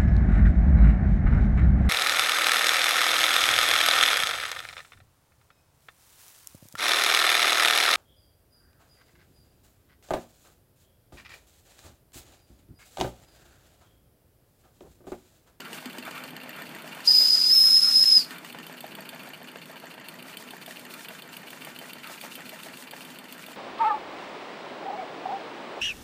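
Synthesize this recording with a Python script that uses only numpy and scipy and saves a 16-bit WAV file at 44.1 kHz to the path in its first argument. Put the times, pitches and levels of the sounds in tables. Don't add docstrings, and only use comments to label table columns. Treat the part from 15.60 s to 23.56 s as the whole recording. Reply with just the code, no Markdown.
import sys
import numpy as np
from scipy import signal
from scipy.fft import rfft, irfft
from scipy.io import wavfile

SR = 44100
rng = np.random.default_rng(int(sys.argv[2]) if len(sys.argv) > 2 else 0)


def file_out(sig):
    cols = np.atleast_2d(sig).T
    lim = np.clip(cols, -1, 1)
    pcm = np.round(lim * 32767).astype(np.int16)
    wavfile.write(sys.argv[1], SR, pcm)


N = 351036
TIME = np.arange(N) / SR

# (time [s], angle [turns])
FLYWHEEL = [(.003, 0), (.51, 4), (.892, 7), (1.404, 11), (1.51, 12), (1.903, 15), (2.301, 18), (2.707, 21),
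            (3.265, 25), (3.829, 29), (4.54, 34), (5.535, 41), (6.525, 48), (7.364, 54), (8.056, 59)]
TURN_COUNT = 59
OPEN_S, WIDE_S, SHUT_S = 1.445, 1.912, 2.578


def crank():
    # (time [s], click [dB], flywheel clank [dB], thin ring of the rod [dB])
    force = [(0, -38.5, -45, -60), (.26, -38.5, -42, -57), (.55, -39, -50, -57), (1.0, -46.5, -40, -46.5),
             (1.5, -45, -44.5, -72), (2.85, -43, -40.5, -62), (3.35, -58, -48, -49), (3.8, -59, -54, -56),
             (4.4, -54, -45, -58), (5.15, -47, -41.5, -55), (5.75, -60, -49, -59), (6.5, -48.5, -46, -72),
             (7.1, -47, -45, -67), (7.9, -47.5, -54, -63)]
    # (frequency [Hz], level [dB])
    click_colour = [(60, -60), (250, 13.5), (650, -15.5), (1100, 4.5), (1800, -25), (2800, 6.5),
                    (3400, -3.5), (3900, -9), (4500, 2), (5500, -11.5), (8500, -4.5), (10500, -19),
                    (12500, -11), (15000, -9)]
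    rebound_colour = [(200, -24), (900, 1.5), (1800, 8), (3000, 4.5), (4500, -10), (5500, -9), (7200, 1),
                      (10000, -30), (15000, -40)]
    clicks, clanks, rings = (strikes(0, db) for db in per_turn(force, 0))
    click = amp(1.5) * blows(clicks, click_colour, contact_s=.003, buzz_db=-10, buzz_s=.012)
    clank = amp(3.5) * ring(clanks, hz=1860, t60=.033, spread=.0077, grain=.021)
    rod_ring = sum(amp(db) * ring(rings, hz, t60=.04, spread=.003, grain=grain)
                   for hz, db, grain in [(4440, 6, .02), (8560, 1, .01), (12160, 7, .003)])
    rebounds = strikes(0, db=-46) + [.0132, 0]
    rebound = blows(rebounds, rebound_colour, contact_s=.0022, buzz_db=5, buzz_s=.01)
    return click + clank + rod_ring + rebound


def valve_gear():
    # (time [s], place in the turn [0-1], level [dB])
    ticks = [(.05, 0.62, -53), (.5, .533, -43), (1.202, .56, -46.5), (2.8, .545, -43), (3.35, .605, -42),
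             (3.75, 0.61, -50), (4.9, 0.58, -42.5), (6.1, .625, -41), (7.2, 0.62, -43), (7.9, .6, -43)]
    # (time [s], level [dB])
    accents = [(3.206, -40), (3.490, -38), (4.485, -37.5), (4.770, -37.5), (5.061, -40), (5.338, -40),
               (5.485, -39.5), (5.767, -38.5), (6.188, -40.5), (6.332, -40.5), (6.612, -38), (6.754, -38),
               (7.032, -41), (7.31, -39), (7.724, -38.5)]
    # (frequency [Hz], level [dB])
    colour = [(60, -29), (250, -5), (650, -20), (1100, -17.5), (1800, -7), (2800, 2.5), (3400, 1.5),
              (3900, -9), (4500, 1), (5500, -27), (8500, -5.5), (10500, -7), (12500, -5.5), (15000, -4.5)]
    place, db = per_turn(ticks, ticks[0][1])
    hits = strikes(place, db, slop_turns=.004, accents=accents)
    return amp(1) * blows(hits, colour, contact_s=.0035, buzz_db=-12, buzz_s=.008)


def connecting_rod():
    # (time [s], place in the turn [0-1], level [dB])
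    chatter = [(0.049, 0.36, -42.5), (1.302, 0.27, -47), (2.748, 0.3, -47.5), (4.001, 0.32, -43.5),
               (4.3, 0.3, -50), (4.9, .345, -46), (6.1, 0.39, -45), (7.9, 0.31, -45.5)]
    # (frequency [Hz], level [dB])
    colour = [(60, -28), (250, -6), (650, -7.5), (1100, 0), (1800, -2), (2800, 9), (3400, -3.5),
              (3900, -3.5), (4500, 1.5), (5500, -20), (8500, -15), (10500, -11.5), (12500, -11.5),
              (15000, -8)]
    place, db = per_turn(chatter, chatter[0][1])
    hits = strikes(place, db, slop_turns=.016)
    bounces = strikes(place + .055, db - 2.5, slop_turns=.016)
    rattle = blows(np.vstack([hits, bounces]), colour, contact_s=.003, buzz_db=-14, buzz_s=.012)
    scrape_gain = amp(-47 + 2.9 * wander(270)) * stroke(centre=.42, width=.056)
    return rattle + scrape_gain * noise(colour, framed=.56)


def piston():
    # (time [s], place in the turn [0-1], level [dB])
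    knocks = [(.1, .76, -49), (.35, .738, -46), (.85, .74, -49), (1.6, 0.73, -42.5), (1.75, 0.7, -65),
              (2.7, 0.7, -66), (3.151, 0.81, -42.5), (3.55, .89, -43.5), (3.8, 0.89, -50),
              (4.45, .86, -47.5), (4.7, 0.9, -68), (5.8, 0.7, -62), (6.351, 0.8, -49), (7.05, 0.82, -43.5),
              (7.2, 0.83, -74), (7.9, 0.75, -48.5)]
    # (time [s], level [dB])
    accents = [(.477, -44), (.988, -42), (2.946, -40.5), (4.934, -45), (5.078, -44.5), (5.504, -43),
               (5.929, -41.5), (6.071, -44), (6.213, -46), (6.636, -42), (7.334, -42)]
    # (frequency [Hz], level [dB])
    colour = [(60, -40), (200, -8), (400, -4), (550, -1), (800, 0), (1000, -5), (1250, -9), (1700, -3),
              (2800, -6), (3800, -15), (5500, -22), (9000, -28), (15000, -28)]
    place, db = per_turn(knocks, knocks[0][1])
    hits = strikes(place, db, slop_turns=.004, accents=accents)
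    knock = amp(3) * blows(hits, colour, contact_s=.0058, buzz_db=-11, buzz_s=.015)
    _, knock_db = curves(knocks)
    scuff_gain = amp(knock_db - 3.5 + 5 * wander(150)) * stroke(centre=.93, width=.053)
    return knock + scuff_gain * noise(colour, framed=.75)


def whistle_valve():
    # (time [s], level [dB])
    strength = [(1.48, -13), (1.59, -16), (1.63, -18.5), (1.71, -16.5), (1.76, -19), (1.91, -18.5),
                (1.935, -15.5), (2.02, -12.5), (2.05, -16), (2.11, -14), (2.135, -14.5), (2.17, -12.5),
                (2.2, -20.5), (2.235, -12.5), (2.27, -21), (2.33, -16), (2.355, -12), (2.425, -13.5),
                (2.455, -18.5), (2.495, -14), (2.57, -14)]
    half_open_hz, wide_open_hz = 5004, 5140
    speak_s, ease_s = .022, .074
    db, = curves(strength)
    opened, wide, shut = ramp(OPEN_S + speak_s, .01), ramp(WIDE_S, .0193), ramp(SHUT_S, .075)
    scoop = 696 * np.exp(-np.maximum(TIME - OPEN_S, 0) / .014)
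    overshoot = 139.6 * np.exp(-((TIME - WIDE_S) / .064) ** 2)
    pull = 4.5 * (db - np.mean(strength, axis=0)[1])
    fall = 83 * ramp(SHUT_S - ease_s, ease_s) + 860 * shut
    hz = half_open_hz - scoop + wide * (wide_open_hz - half_open_hz + overshoot - pull) - fall
    gain = amp(db - 35 * (1 - opened + shut)) * (opened > 0) * (shut < 1)
    rough = np.clip(.504 * (1 - wide) + .14 * wide + 2 * shut, 0, 1)
    return hz, gain, rough


def whistle():
    hz, gain, rough = whistle_valve()
    wobble_hz = 8 * wander(60) + (15 + 50 * rough) * wander(170)
    phase = 2 * np.pi * np.cumsum(hz + wobble_hz) / SR
    throb = .28 * (1 - rough) * np.tanh(2 * wander(45))
    flutter = 1 + throb + .25 * np.tanh(wander(130))
    skirt = unit(wander(190) + 1j * wander(130) + .44 * (wander(400) + 1j * wander(470)))
    breathiness = .08 + .65 * rough
    swing = flutter + breathiness * skirt
    swing /= (1 + (abs(swing) / 1.5) ** 4) ** (1 / 4)
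    note = (np.exp(1j * phase) * swing).real
    octave = amp(-25 - 12 * rough) * (np.exp(2j * phase) * (flutter + .38 * skirt)).real
    return amp(-.74) * np.sqrt(2) * gain * (note + octave)


def steam_jet():
    # (time [s], rush [dB], top sizzle [dB])
    strength = [(1.46, -42, -47), (1.512, -42, -40), (1.598, -41, -36), (1.72, -42, -44), (1.862, -42, -45),
                (1.964, -43, -32), (2.268, -42, -47), (2.446, -43, -41), (2.6, -43, -47)]
    # (frequency [Hz], level [dB])
    rush_colour = [(100, -53), (1500, -17.5), (3000, -5), (3700, -1), (4280, 7.5), (4520, 6), (5550, 8),
                   (5800, -1), (7200, 0.5), (7800, -4), (8700, -5), (10200, -1.5), (11700, -7),
                   (15000, -11.5)]
    sizzle_colour = [(7000, -34), (10500, -1), (12200, -1.5), (13500, 7), (15000, 5)]
    lead_s, lag_s, fade_db_per_s = .005, .025, 326
    rush_db, sizzle_db = curves(strength)
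    rush = amp(rush_db + 8) * noise(rush_colour)
    sizzle = amp(sizzle_db + 1) * noise(sizzle_colour)
    flow = ramp(OPEN_S - lead_s, .024) * amp(-fade_db_per_s * np.maximum(TIME - SHUT_S - lag_s, 0))
    return (rush + sizzle) * amp(1.2 * wander(110)) * flow


def boiler():
    # (time [s], level [dB])
    simmer = [(0, -49), (1.0, -57), (1.7, -55.5), (3.3, -57.5), (4.2, -65.5), (5.0, -58.5), (6.3, -58),
              (7.9, -57.5)]
    surges = [(.58, -41), (.99, -45), (1.2, -55), (1.39, -50), (2.08, -51), (2.29, -44.5), (2.75, -47),
              (3.64, -51), (4.7, -52.5), (6.08, -49.5), (6.471, -46.5)]
    # (frequency [Hz], level [dB])
    colour = [(300, -24.5), (700, -15), (950, -9), (1100, -0.5), (1380, 4.5), (1700, -7), (2300, -1.5),
              (3200, -13), (5000, -21)]
    simmer_db, = curves(simmer)
    boil = amp(simmer_db + 4.2 * wander(12)) + swells(surges, half_length_s=.038)
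    return boil * amp(.42 * wander(120)) * noise(colour, framed=1)


def exhaust():
    # (time [s], level [dB])
    hiss = [
        [(0.0, -57), (0.486, -59.5), (1.078, -58.5), (1.244, -60.5), (1.42, -60)],
        [(2.72, -60.5), (2.82, -59.5), (4.39, -63), (4.63, -57.5), (5.34, -56.5), (6.3, -58.5), (6.89, -54),
         (7.95, -60)],
    ]
    # (time [s], level [dB])
    spurts = [(.15, -49), (4.99, -82), (5.39, -56), (5.55, -59), (6.1, -57), (6.53, -48.5), (6.73, -55),
              (7.14, -58), (7.51, -57.5)]
    # (frequency [Hz], level [dB])
    colour = [(1000, -21), (3500, 3.5), (5500, 0), (7200, -0.5), (9500, 0.5), (11000, -4), (13000, -3),
              (15000, -1)]
    hiss_db, = curves(np.vstack(hiss))
    puffs = .88 + .33 * stroke(centre=.36, width=.055) + .38 * stroke(centre=.93, width=.11)
    flow = amp(hiss_db + 2.5 + 3.4 * wander(11)) * puffs + swells(spurts, half_length_s=.029)
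    return flow * amp(wander(153)) * noise(colour)


def table_and_bearings():
    # (time [s], table rumble [dB], bearing rub [dB])
    running = [(0.0, -51.5, -46), (1.35, -52, -46), (1.99, -54, -49.5), (3.61, -52.5, -47),
               (3.94, -54.5, -47.5), (7.09, -53.5, -48.5), (7.4, -55, -47.5), (7.96, -54, -48)]
    # (frequency [Hz], level [dB])
    rumble_colour = [(25, -44), (55, -50), (75, -21.5), (95, -14.5), (125, -9.5), (150, -4.5), (185, 0),
                     (250, -2), (310, -2.5), (400, -8.5), (600, -20), (1500, -59)]
    rub_colour = [(100, -52), (350, -3), (520, 3.5), (760, -1), (950, 3.5), (1100, 0.5), (1400, -1),
                  (2000, 0), (2700, -3.5), (3300, -9), (3900, -16.5), (4500, -7), (5300, -22),
                  (9000, -28.5)]
    # (frequency [Hz], width [Hz])
    resonances = [(250, 24), (442, 18)]
    rumble_db, rub_db = curves(running)
    low, high = (drone(hz, width) for hz, width in resonances)
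    rumble = noise(rumble_colour, framed=.16) + amp(-10) * low + amp(-17) * high
    rub = noise(rub_colour, framed=.55) * (.81 + .28 * stroke(centre=.87, width=.104))
    return amp(rumble_db + 1 + .79 * wander(4.6)) * rumble + amp(rub_db - 2.5 + 1.94 * wander(47)) * rub


def room(sound, size=22050):
    # (frequency [Hz], time to fall 60 dB [s])
    decay = [(150, 0.16), (1000, 0.28), (5000, 0.17), (14000, 0.27)]
    taps = rng.standard_normal(size) * (rng.random(size) < 3000 / SR) * (np.arange(size) > .003 * SR)
    hz, t, bands = signal.stft(taps, SR, nperseg=256)
    tail = signal.istft(bands * amp(-60 * t / spectrum(decay, hz)[:, None]), SR)[1]
    return signal.fftconvolve(sound, tail / np.linalg.norm(tail))[:N]


def frame_db(hz):
    # (frequency [Hz], width [Hz], lift [dB])
    resonances = [(230, 93, 3.5), (413, 18, 5.5), (666, 255, 9), (896, 42, 8), (1570, 350, 5.5),
                  (1840, 75, 3.5), (2363, 200, 5), (2735, 81, 5), (3080, 69, 7.5), (2930, 90, 4),
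                  (3545, 153, 10), (4240, 270, 5), (4690, 100, 7), (7230, 200, 4), (8590, 180, 7.5),
                  (13100, 720, 6.5)]
    return sum(db / (1 + (2 * (hz - centre) / width) ** 2) for centre, width, db in resonances)


def body(colour, size=4096):
    hz = abs(np.fft.fftfreq(size, 1 / SR))
    log_gain = np.log(amp(spectrum(colour, hz) + frame_db(hz)))
    response = np.fft.ifft(np.exp(signal.hilbert(log_gain).conj())).real[:size // 2]
    return response / np.linalg.norm(response)


def blows(hits, colour, contact_s, buzz_db, buzz_s, size=2200):
    t, force = np.arange(size) / SR, np.zeros(N)
    span = .008 * SR
    envelope = (np.exp(-t / contact_s) + amp(buzz_db) * np.exp(-t / buzz_s)) * (1 - np.exp(-t / .00035))
    for (s, db), grit in zip(hits, rng.standard_normal((len(hits), size))):
        chatter = grit * abs(grit) * envelope
        add(force, s, amp(db) * np.sqrt(span) * chatter / np.linalg.norm(chatter))
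    return signal.oaconvolve(force, body(colour))[:N]


def ring(hits, hz, t60, spread, grain, size=5000):
    t, out = np.arange(size) / SR, np.zeros(N)
    for (s, db), chance in zip(hits, rng.standard_normal((len(hits), 4))):
        pitches = hz * (1 + spread * chance[0] + grain * chance[1:, None])
        modes = np.sin(2 * np.pi * pitches * t).sum(0) / np.sqrt(len(pitches))
        add(out, s, amp(db - 60 * t / t60) * (1 - np.exp(-t / .00069)) * modes)
    return out


def strikes(place, db, slop_turns=0, accents=()):
    late, louder = rng.standard_normal((TURN_COUNT, 2)).T
    hits = np.column_stack([passes(place + slop_turns * late), db + 1.2 * louder])
    for s, accent_db in accents:
        hits[np.argmin(abs(hits[:, 0] - s))] = s, accent_db
    return hits


def passes(place):
    s, turns = np.transpose(FLYWHEEL)
    return np.interp(np.arange(TURN_COUNT) + place, turns, s)


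def per_turn(rows, place):
    return curves(rows, passes(place))


def stroke(centre, width):
    turns, = curves(FLYWHEEL)
    return np.exp((np.cos(2 * np.pi * (turns - centre)) - 1) / (2 * np.pi * width) ** 2)


def swells(peaks, half_length_s):
    return sum(amp(db) * np.exp(-((TIME - s) / half_length_s) ** 2) for s, db in peaks)


def drone(hz, width):
    shaking = wander(width / 2) + 1j * wander(width / 2)
    return unit((shaking * np.exp(2j * np.pi * hz * TIME)).real)


def noise(colour, framed=0):
    hz = np.fft.rfftfreq(N, 1 / SR)
    gain = amp(spectrum(colour, hz) + framed * frame_db(hz))
    return unit(irfft(rfft(rng.standard_normal(N)) * gain, N))


def wander(hz):
    f = np.fft.rfftfreq(N, 1 / SR)
    return unit(irfft(rfft(rng.standard_normal(N)) / (1 + (f / hz) ** 4), N))


def ramp(start_s, length_s):
    return np.clip((TIME - start_s) / length_s, 0, 1)


def curves(rows, times=TIME):
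    s, *columns = np.transpose(rows)
    return [np.interp(times, s, column) for column in columns]


def spectrum(points, hz):
    f, value = np.transpose(points)
    return np.interp(np.log(hz + 1), np.log(f + 1), value)


def add(mix, s, sound):
    part = mix[max(round(s * SR), 0):][:len(sound)]
    part += sound[:len(part)]


def amp(db):
    return 10 ** (np.asarray(db) / 20)


def unit(x):
    return x / np.sqrt(np.mean(abs(x) ** 2) + 1e-20)


def scene():
    clatter = crank() + valve_gear() + connecting_rod() + piston()
    engine = clatter + boiler() + exhaust() + table_and_bearings()
    steam = whistle() + steam_jet()
    return (engine + steam + room(amp(-11) * engine + amp(-6.5) * steam))[None]


def record(dry):
    low_cut_hz, top_hz = 35, 15270
    lean = signal.sosfilt(signal.butter(2, low_cut_hz, "highpass", fs=SR, output="sos"), dry)
    band_limit = signal.firwin(801, top_hz, window=("kaiser", 8), fs=SR)
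    return signal.oaconvolve(lean, band_limit[None], "same")


dry = scene()
out = record(dry)
file_out(out)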